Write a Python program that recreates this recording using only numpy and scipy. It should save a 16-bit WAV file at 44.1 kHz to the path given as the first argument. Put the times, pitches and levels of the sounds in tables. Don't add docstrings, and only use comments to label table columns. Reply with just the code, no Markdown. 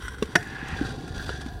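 import sys
import numpy as np
from scipy import signal
from scipy.fft import rfft, irfft
from scipy.io import wavfile
from scipy.ndimage import uniform_filter1d

SR = 44100
rng = np.random.default_rng(int(sys.argv[2]) if len(sys.argv) > 2 else 0)


def output_pcm(signal):
    pcm = np.clip(np.atleast_2d(signal).T, -1, 1) * 32767
    wavfile.write(sys.argv[1], SR, np.round(pcm).astype(np.int16))


N = 70560

# freq_hz, level_db
CRACK_SPECTRUM = [(60, -48), (150, -27), (400, 7), (600, -6), (900, -8.5), (1800, 0), (2600, -9),
                  (4800, -11.5), (6500, -17), (9800, -19), (12000, -29.5), (16000, -42)]
# rate_hz, level_db
FLUTTER_SPECTRUM = [(3, -23), (12, 2), (50, -1.5), (150, -16.5), (500, -65)]


def amp(db):
    return 10 ** (np.asarray(db) / 20)


def unit_rms(x):
    return x / np.sqrt(np.mean(x ** 2) + 1e-20)


def curve(points, column=1):
    points = np.array(points)
    return np.interp(np.arange(N) / SR, points[:, 0], points[:, column])


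def add(mix, start_s, sound):
    part = mix[max(round(start_s * SR), 0):][:len(sound)]
    part += sound[:len(part)]


def decay(t, t60_s):
    return np.exp(-np.log(1000) * t / t60_s)


def coloured(x, spectrum):
    hz, db = np.transpose(spectrum)
    bins_hz = np.fft.rfftfreq(len(x), 1 / SR)
    gain = amp(np.interp(np.log(bins_hz + 1), np.log(hz), db))
    return unit_rms(irfft(rfft(x) * gain, len(x)))


def noise(spectrum, samples=N):
    return coloured(rng.standard_normal(samples), spectrum)


def steadied(x, samples):
    power = uniform_filter1d(uniform_filter1d(x ** 2, samples), samples)
    return unit_rms(x / np.sqrt(abs(power) + 1e-9))


def flutter(depth_db):
    return amp(depth_db * noise(FLUTTER_SPECTRUM))


def resonate(x, pitch_hz, width_hz):
    carrier = np.exp(2j * np.pi * np.cumsum(pitch_hz * np.ones(N)) / SR)
    pole = np.exp(-np.pi * width_hz / SR)
    baseband = signal.lfilter([1], [1, -2 * pole, pole * pole], x / carrier)
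    return unit_rms((carrier * baseband).real)


def ring(modes, t):
    return sum((-1) ** k * amp(db) * decay(t, t60_s) * np.sin(2 * np.pi * hz * t)
               for k, (hz, db, t60_s) in enumerate(modes))


def rattled(modes, t, detune=0.007, onset_s=0.015):
    drift_s = np.cumsum(detune * noise(FLUTTER_SPECTRUM)[:len(t)]) / SR
    shake = flutter(depth_db=2.5)[:len(t)] ** np.minimum(t / onset_s, 1)
    return ring(modes, t + drift_s) * shake


def burst(t, spectrum, t60_s, rise_s=0.00035):
    hiss = steadied(noise(spectrum, len(t)), samples=120)
    return hiss * np.minimum(t / rise_s, 1) * decay(t, t60_s)


def grit_force(grains_per_s=2500, spread_db=2.5, grain_share=0.4):
    grains = (rng.random(N) < grains_per_s / SR) * rng.choice([-1, 1], N)
    sizes = amp(spread_db * np.minimum(rng.exponential(1, N), 5))
    roughness = rng.standard_normal(N)
    return np.sqrt(grain_share) * unit_rms(grains * sizes) + np.sqrt(1 - grain_share) * roughness


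def driven(modes, pitch_ratio=1):
    force = grit_force()
    return sum(amp(db) * resonate(force, hz * pitch_ratio, width_hz) for hz, width_hz, db in modes)


def landing():
    # start_s, gain_db
    clacks = [(0.3538, -4.5), (0.3555, 0.5), (0.3587, -4.5), (0.3655, -25)]
    # pitch_hz, level_db, t60_s
    frame_modes = [(282, -11, 0.058), (435, -19.5, 0.19), (582, -25, 0.015), (710.6, -10, 0.12),
                   (958, -0.5, 0.023), (1240, -21, 0.033), (1474, 6.5, 0.036), (1727, 5.5, 0.042),
                   (1810, 6, 0.018), (2067, 0.5, 0.044), (2522, -6, 0.033), (2985, -10.5, 0.025),
                   (3334, -5.5, 0.019), (3690, -5.5, 0.018), (4830, -7.5, 0.016), (5630, -15.5, 0.083),
                   (5850, -13.5, 0.035)]
    # freq_hz, level_db
    sand_spectrum = [(300, -18), (1000, -14), (3000, -43), (7000, 1), (10000, -3), (16000, -15)]
    out, t = np.zeros(N), np.arange(SR // 3) / SR
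    for start_s, gain_db in clacks:
        clack = amp(-16) * rattled(frame_modes, t) + amp(-14.5) * burst(t, CRACK_SPECTRUM, t60_s=0.03)
        add(out, start_s, amp(gain_db) * clack)
    add(out, clacks[0][0], amp(-53) * burst(t, sand_spectrum, t60_s=0.63))
    return out


def deck_thuds(rise_s=0.0034, overtone_ratio=1.953):
    # start_s, level_db, pitch_hz, overtone_db, t60_s
    thuds = [(0.2226, -11, 212.7, 2.5, 0.031), (0.2316, -14.5, 224, -6, 0.013),
             (0.354, -12.5, 176.4, 1, 0.052), (0.8114, -6.5, 280, -32, 0.029),
             (1.2915, -20, 237, 5, 0.0091), (1.3022, -31.5, 225, 8, 0.028), (1.46, -19, 255, -45, 0.036)]
    out, t = np.zeros(N), np.arange(SR // 3) / SR
    for start_s, db, hz, overtone_db, t60_s in thuds:
        modes = [(hz, db, t60_s), (hz * overtone_ratio, db + overtone_db, t60_s)]
        add(out, start_s, np.minimum(t / rise_s, 1) * ring(modes, t))
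    return out


def shoes(slap_s=0.2248, rise_s=0.0016):
    # pitch_hz, level_db, t60_s
    deck_modes = [(1102, 3.5, 0.028), (1520, -1.5, 0.033), (2720, 0, 0.026), (3490, 2, 0.022),
                  (3970, -8, 0.025), (5680, -7.5, 0.037)]
    # start_s, level_db, t60_s
    scuffs = [(1.2922, -25, .033), (1.3028, -33, 0.0094)]
    # freq_hz, level_db
    scuff_spectrum = [(300, 13.5), (800, 18.5), (1200, 10), (1450, 20), (2200, -13), (2900, 5.5),
                      (4600, 1.5), (5400, -6), (9000, -29), (16000, -34)]
    out, t = np.zeros(N), np.arange(SR // 3) / SR
    slap = amp(-26) * rattled(deck_modes, t) + amp(-25) * burst(t, CRACK_SPECTRUM, t60_s=0.044)
    add(out, slap_s, np.minimum(t / rise_s, 1) * slap)
    for start_s, db, t60_s in scuffs:
        add(out, start_s, amp(db) * burst(t, scuff_spectrum, t60_s))
    return out


def loose_parts(rise_s=0.0015, scatter_db=0.5):
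    # start_s, gain_db, ring_gain_db
    ticks = [(0.023, -7.5, 0), (0.048, -17, -3), (0.0814, 0, 3.5), (0.144, -11.5, 1.5), (0.184, -10.5, 4.5),
             (0.2553, -4, -17), (0.427, -0.5, -6.5), (0.4723, -6.5, -9), (0.6835, -0.5, -6.5),
             (0.7114, -20, 8), (0.9072, -13, 4), (1.008, -7, -18), (1.0779, -2.5, -9), (1.282, -5, -1),
             (1.414, -2.5, -4), (1.462, -4, -11.5)]
    # pitch_hz, level_db, t60_s
    part_modes = [(1464, 4, 0.025), (2040, -12, 0.032), (3250, -10.5, 0.039), (3500, -19, 0.015),
                  (5500, -23.5, 0.13), (8390, -11, 0.033)]
    # freq_hz, level_db
    tick_spectrum = [(200, -32), (1500, -6), (2100, 7.5), (4200, 1.5), (6500, -2.5), (9500, -6.5),
                     (12000, -12.5), (16000, -30)]
    out, t = np.zeros(N), np.arange(SR // 3) / SR
    hz, db = np.transpose(tick_spectrum)
    bands_hz = np.geomspace(200, 16000, num=40)
    mean_db = np.interp(np.log(bands_hz), np.log(hz), db)
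    for start_s, gain_db, ring_gain_db in ticks:
        bands_db = mean_db + scatter_db * rng.standard_normal(len(bands_hz))
        scuff = burst(t, np.transpose([bands_hz, bands_db]), t60_s=0.04) * np.minimum(t / rise_s, 1)
        tick = amp(ring_gain_db - 30.5) * ring(part_modes, t) + amp(-38.5) * scuff
        add(out, start_s, amp(gain_db) * tick)
    return out


def wheel_whirr():
    # pitch_hz, width_hz, level_db
    modes = [(431, 45, -7), (1050, 110, -3.5), (1540, 330, 3.5), (1904, 210, -4.5), (3270, 520, -5.5),
             (3640, 250, -11), (5830, 470, -10.5), (8400, 4900, -10.5)]
    # time_s, level_db
    levels = [(0, -45), (.055, -40.5), (.105, -44.5), (.14, -43.5), (.168, -50.5), (.2, -50.5),
              (.34, -47.5), (.38, -95)]
    return steadied(driven(modes), samples=1200) * amp(curve(levels)) * flutter(depth_db=1)


def wheel_rumble():
    # freq_hz, level_db
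    spectrum = [(15, -55), (33, -50), (44, -2), (54, 0), (66, 8.5), (82, -2.5), (98, -9), (120, -24),
                (200, -30), (500, -54)]
    # time_s, level_db
    levels = [(0.0, -57.5), (0.034, -35), (0.172, -45), (0.23, -35), (0.316, -52), (0.404, -52),
              (0.436, -47), (0.7, -44.5), (0.84, -35.5), (0.94, -43), (1.07, -50), (1.12, -41.5),
              (1.288, -35.5), (1.394, -40), (1.6, -40)]
    return steadied(noise(spectrum), samples=1800) * amp(curve(levels))


def wheel_roar(bumps_per_s=42, bump_share=0.39):
    # freq_hz, level_db
    spectrum = [(60, -6.5), (110, 0), (150, 5), (200, -6.5), (265, -2.5), (350, -6), (440, -5.5),
                (560, -17), (900, -50), (2000, -76)]
    # time_s, gain_db
    gains = [(0.0, -56), (0.178, -50.5), (0.45, -46.5), (0.64, -47), (0.842, -40), (1.07, -44), (1.3, -45),
             (1.47, -47), (1.6, -50.5)]
    chance, size = rng.random((2, N))
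    bumps = (chance < bumps_per_s / SR) * (0.5 + size) * rng.choice([-1, 1], N)
    force = np.sqrt(bump_share) * unit_rms(bumps) + np.sqrt(1 - bump_share) * grit_force()
    return steadied(coloured(force, spectrum), samples=2200) * amp(curve(gains) + 4.5)


def wheel_tone(sag_per_s=0.077):
    # pitch_hz, width_hz, level_db
    modes = [(776, 134, 3), (1051, 116, -5)]
    # time_s, level_db
    levels = [(0, -67), (.35, -53.5), (.55, -50), (.8, -43.5), (1.05, -49.5), (1.3, -50.5), (1.6, -48.5)]
    pitch_ratio = np.exp(-sag_per_s * (np.arange(N) - N / 2) / SR)
    return steadied(driven(modes, pitch_ratio), samples=2000) * amp(curve(levels))


def wheel_grit():
    # freq_hz, level_db
    spectrum = [(200, -10), (600, 4), (1200, 1), (1800, -25), (2250, -5.5), (2500, -0.5), (2900, -1.5),
                (4500, 1), (5250, -5.5), (5900, -6.5), (6600, -8.5), (9400, -11), (11500, -21),
                (16000, -46)]
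    # pitch_hz, width_hz, relative_db
    fork_modes = [(1418, 32, -4), (3442, 180, -5.5), (3810, 130, -9.5), (4725, 100, -8), (5845, 590, -10.5)]
    # time_s, level_db
    levels = [(0, -56.5), (.16, -70), (.33, -56.5), (.39, -60), (.5, -53.5), (.62, -55.5), (.72, -51),
              (.9, -45.5), (.95, -53), (1.06, -54), (1.13, -53), (1.2, -46), (1.245, -47.5), (1.28, -44.5),
              (1.35, -48.5), (1.42, -50.5), (1.5, -56), (1.6, -63)]
    crunch = coloured(grit_force(), spectrum) + driven(fork_modes)
    return crunch * amp(curve(levels)) * flutter(depth_db=2)


def dip_swell(peak_s=0.72, rise_s=0.18, fall_s=0.1):
    # freq_hz, level_db
    spectrum = [(300, -34), (900, 1), (1400, -3), (1950, 5), (2250, -8), (2500, 0), (3200, -9), (4500, -21),
                (9000, -33), (16000, -68)]
    t = np.arange(N) / SR - peak_s
    swell = np.exp(-abs(t) / np.where(t < 0, rise_s, fall_s))
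    return amp(-38) * coloured(grit_force(), spectrum) * swell


def wheel_jolts(sigma_cycles=0.46):
    # peak_s, level_db, pitch_hz
    jolts = [(0.397, -27, 109), (.527, -31, 200), (.631, -26.5, 234), (0.73, -27.5, 170), (0.738, -25, 73),
             (0.866, -26, 121), (.919, -29, 160), (.982, -29.5, 238), (1.036, -32.5, 202),
             (1.111, -25.5, 92), (1.154, -28.5, 242), (1.176, -26, 63), (1.395, -32, 307), (1.566, -31, 76)]
    out, t = np.zeros(N), np.arange(N) / SR
    for peak_s, db, hz in jolts:
        cycles = (t - peak_s) * hz
        out -= amp(db) * np.cos(2 * np.pi * cycles) * np.exp(-0.5 * (cycles / sigma_cycles) ** 2)
    return out


def frame_song():
    # time_s, level_db, pitch_hz
    track = [(.33, -99, 1650), (.39, -42.5, 1680), (.47, -45, 1715), (.57, -39.5, 1690), (.71, -45.5, 1685),
             (.8, -39.5, 1598), (.88, -40.5, 1592), (.96, -55.5, 1603), (1.14, -51.5, 1713),
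             (1.195, -37.5, 1575), (1.25, -47, 1643), (1.34, -41, 1622), (1.44, -49, 1690),
             (1.5, -48.5, 1640), (1.6, -57, 1630)]
    # pitch_ratio, width_hz, level_db
    modes = [(0.885, 73.6, -3.5), (1.002, 170, 8.5), (1.11, 146, -7)]
    force, pitch_hz = grit_force(), curve(track, column=2)
    song = sum(amp(db) * resonate(force, pitch_hz * ratio, width_hz) for ratio, width_hz, db in modes)
    return steadied(song, samples=1400) * amp(curve(track)) * flutter(depth_db=2)


def park_echo(x, taps_per_s=2000, delay_s=0.012):
    t = np.arange(SR // 2) / SR
    taps = rng.standard_normal(len(t)) * (rng.random(len(t)) < taps_per_s / SR)
    taps *= (t > delay_s) * decay(t, t60_s=0.43)
    return amp(-21) * signal.fftconvolve(x, taps / np.linalg.norm(taps))[:N]


def outdoor_air():
    # freq_hz, level_db
    spectrum = [(25, -17), (100, 6.5), (400, 0), (600, -12), (1000, -16.5), (2100, -25.5), (4000, -17),
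                (6500, -33), (9500, -27.5), (16000, -38)]
    return amp(-50.5) * noise(spectrum)


def scene():
    knock_cutoff_hz = 113
    highpass = signal.butter(2, knock_cutoff_hz, "highpass", fs=SR, output="sos")
    knocks = signal.sosfilt(highpass, landing() + deck_thuds() + shoes() + loose_parts())
    echo = park_echo(knocks)
    whirr = wheel_whirr()
    rolling = wheel_rumble() + wheel_roar() + wheel_tone() + wheel_grit() + dip_swell() + wheel_jolts()
    return (knocks + echo + whirr + rolling + frame_song() + outdoor_air())[None]


def record(dry):
    cutoff_hz = 15900
    lowpass = signal.firwin(511, cutoff_hz, window=("kaiser", 9), fs=SR)
    return signal.oaconvolve(dry, lowpass[None], "same")


dry = scene()
out = record(dry)
output_pcm(out)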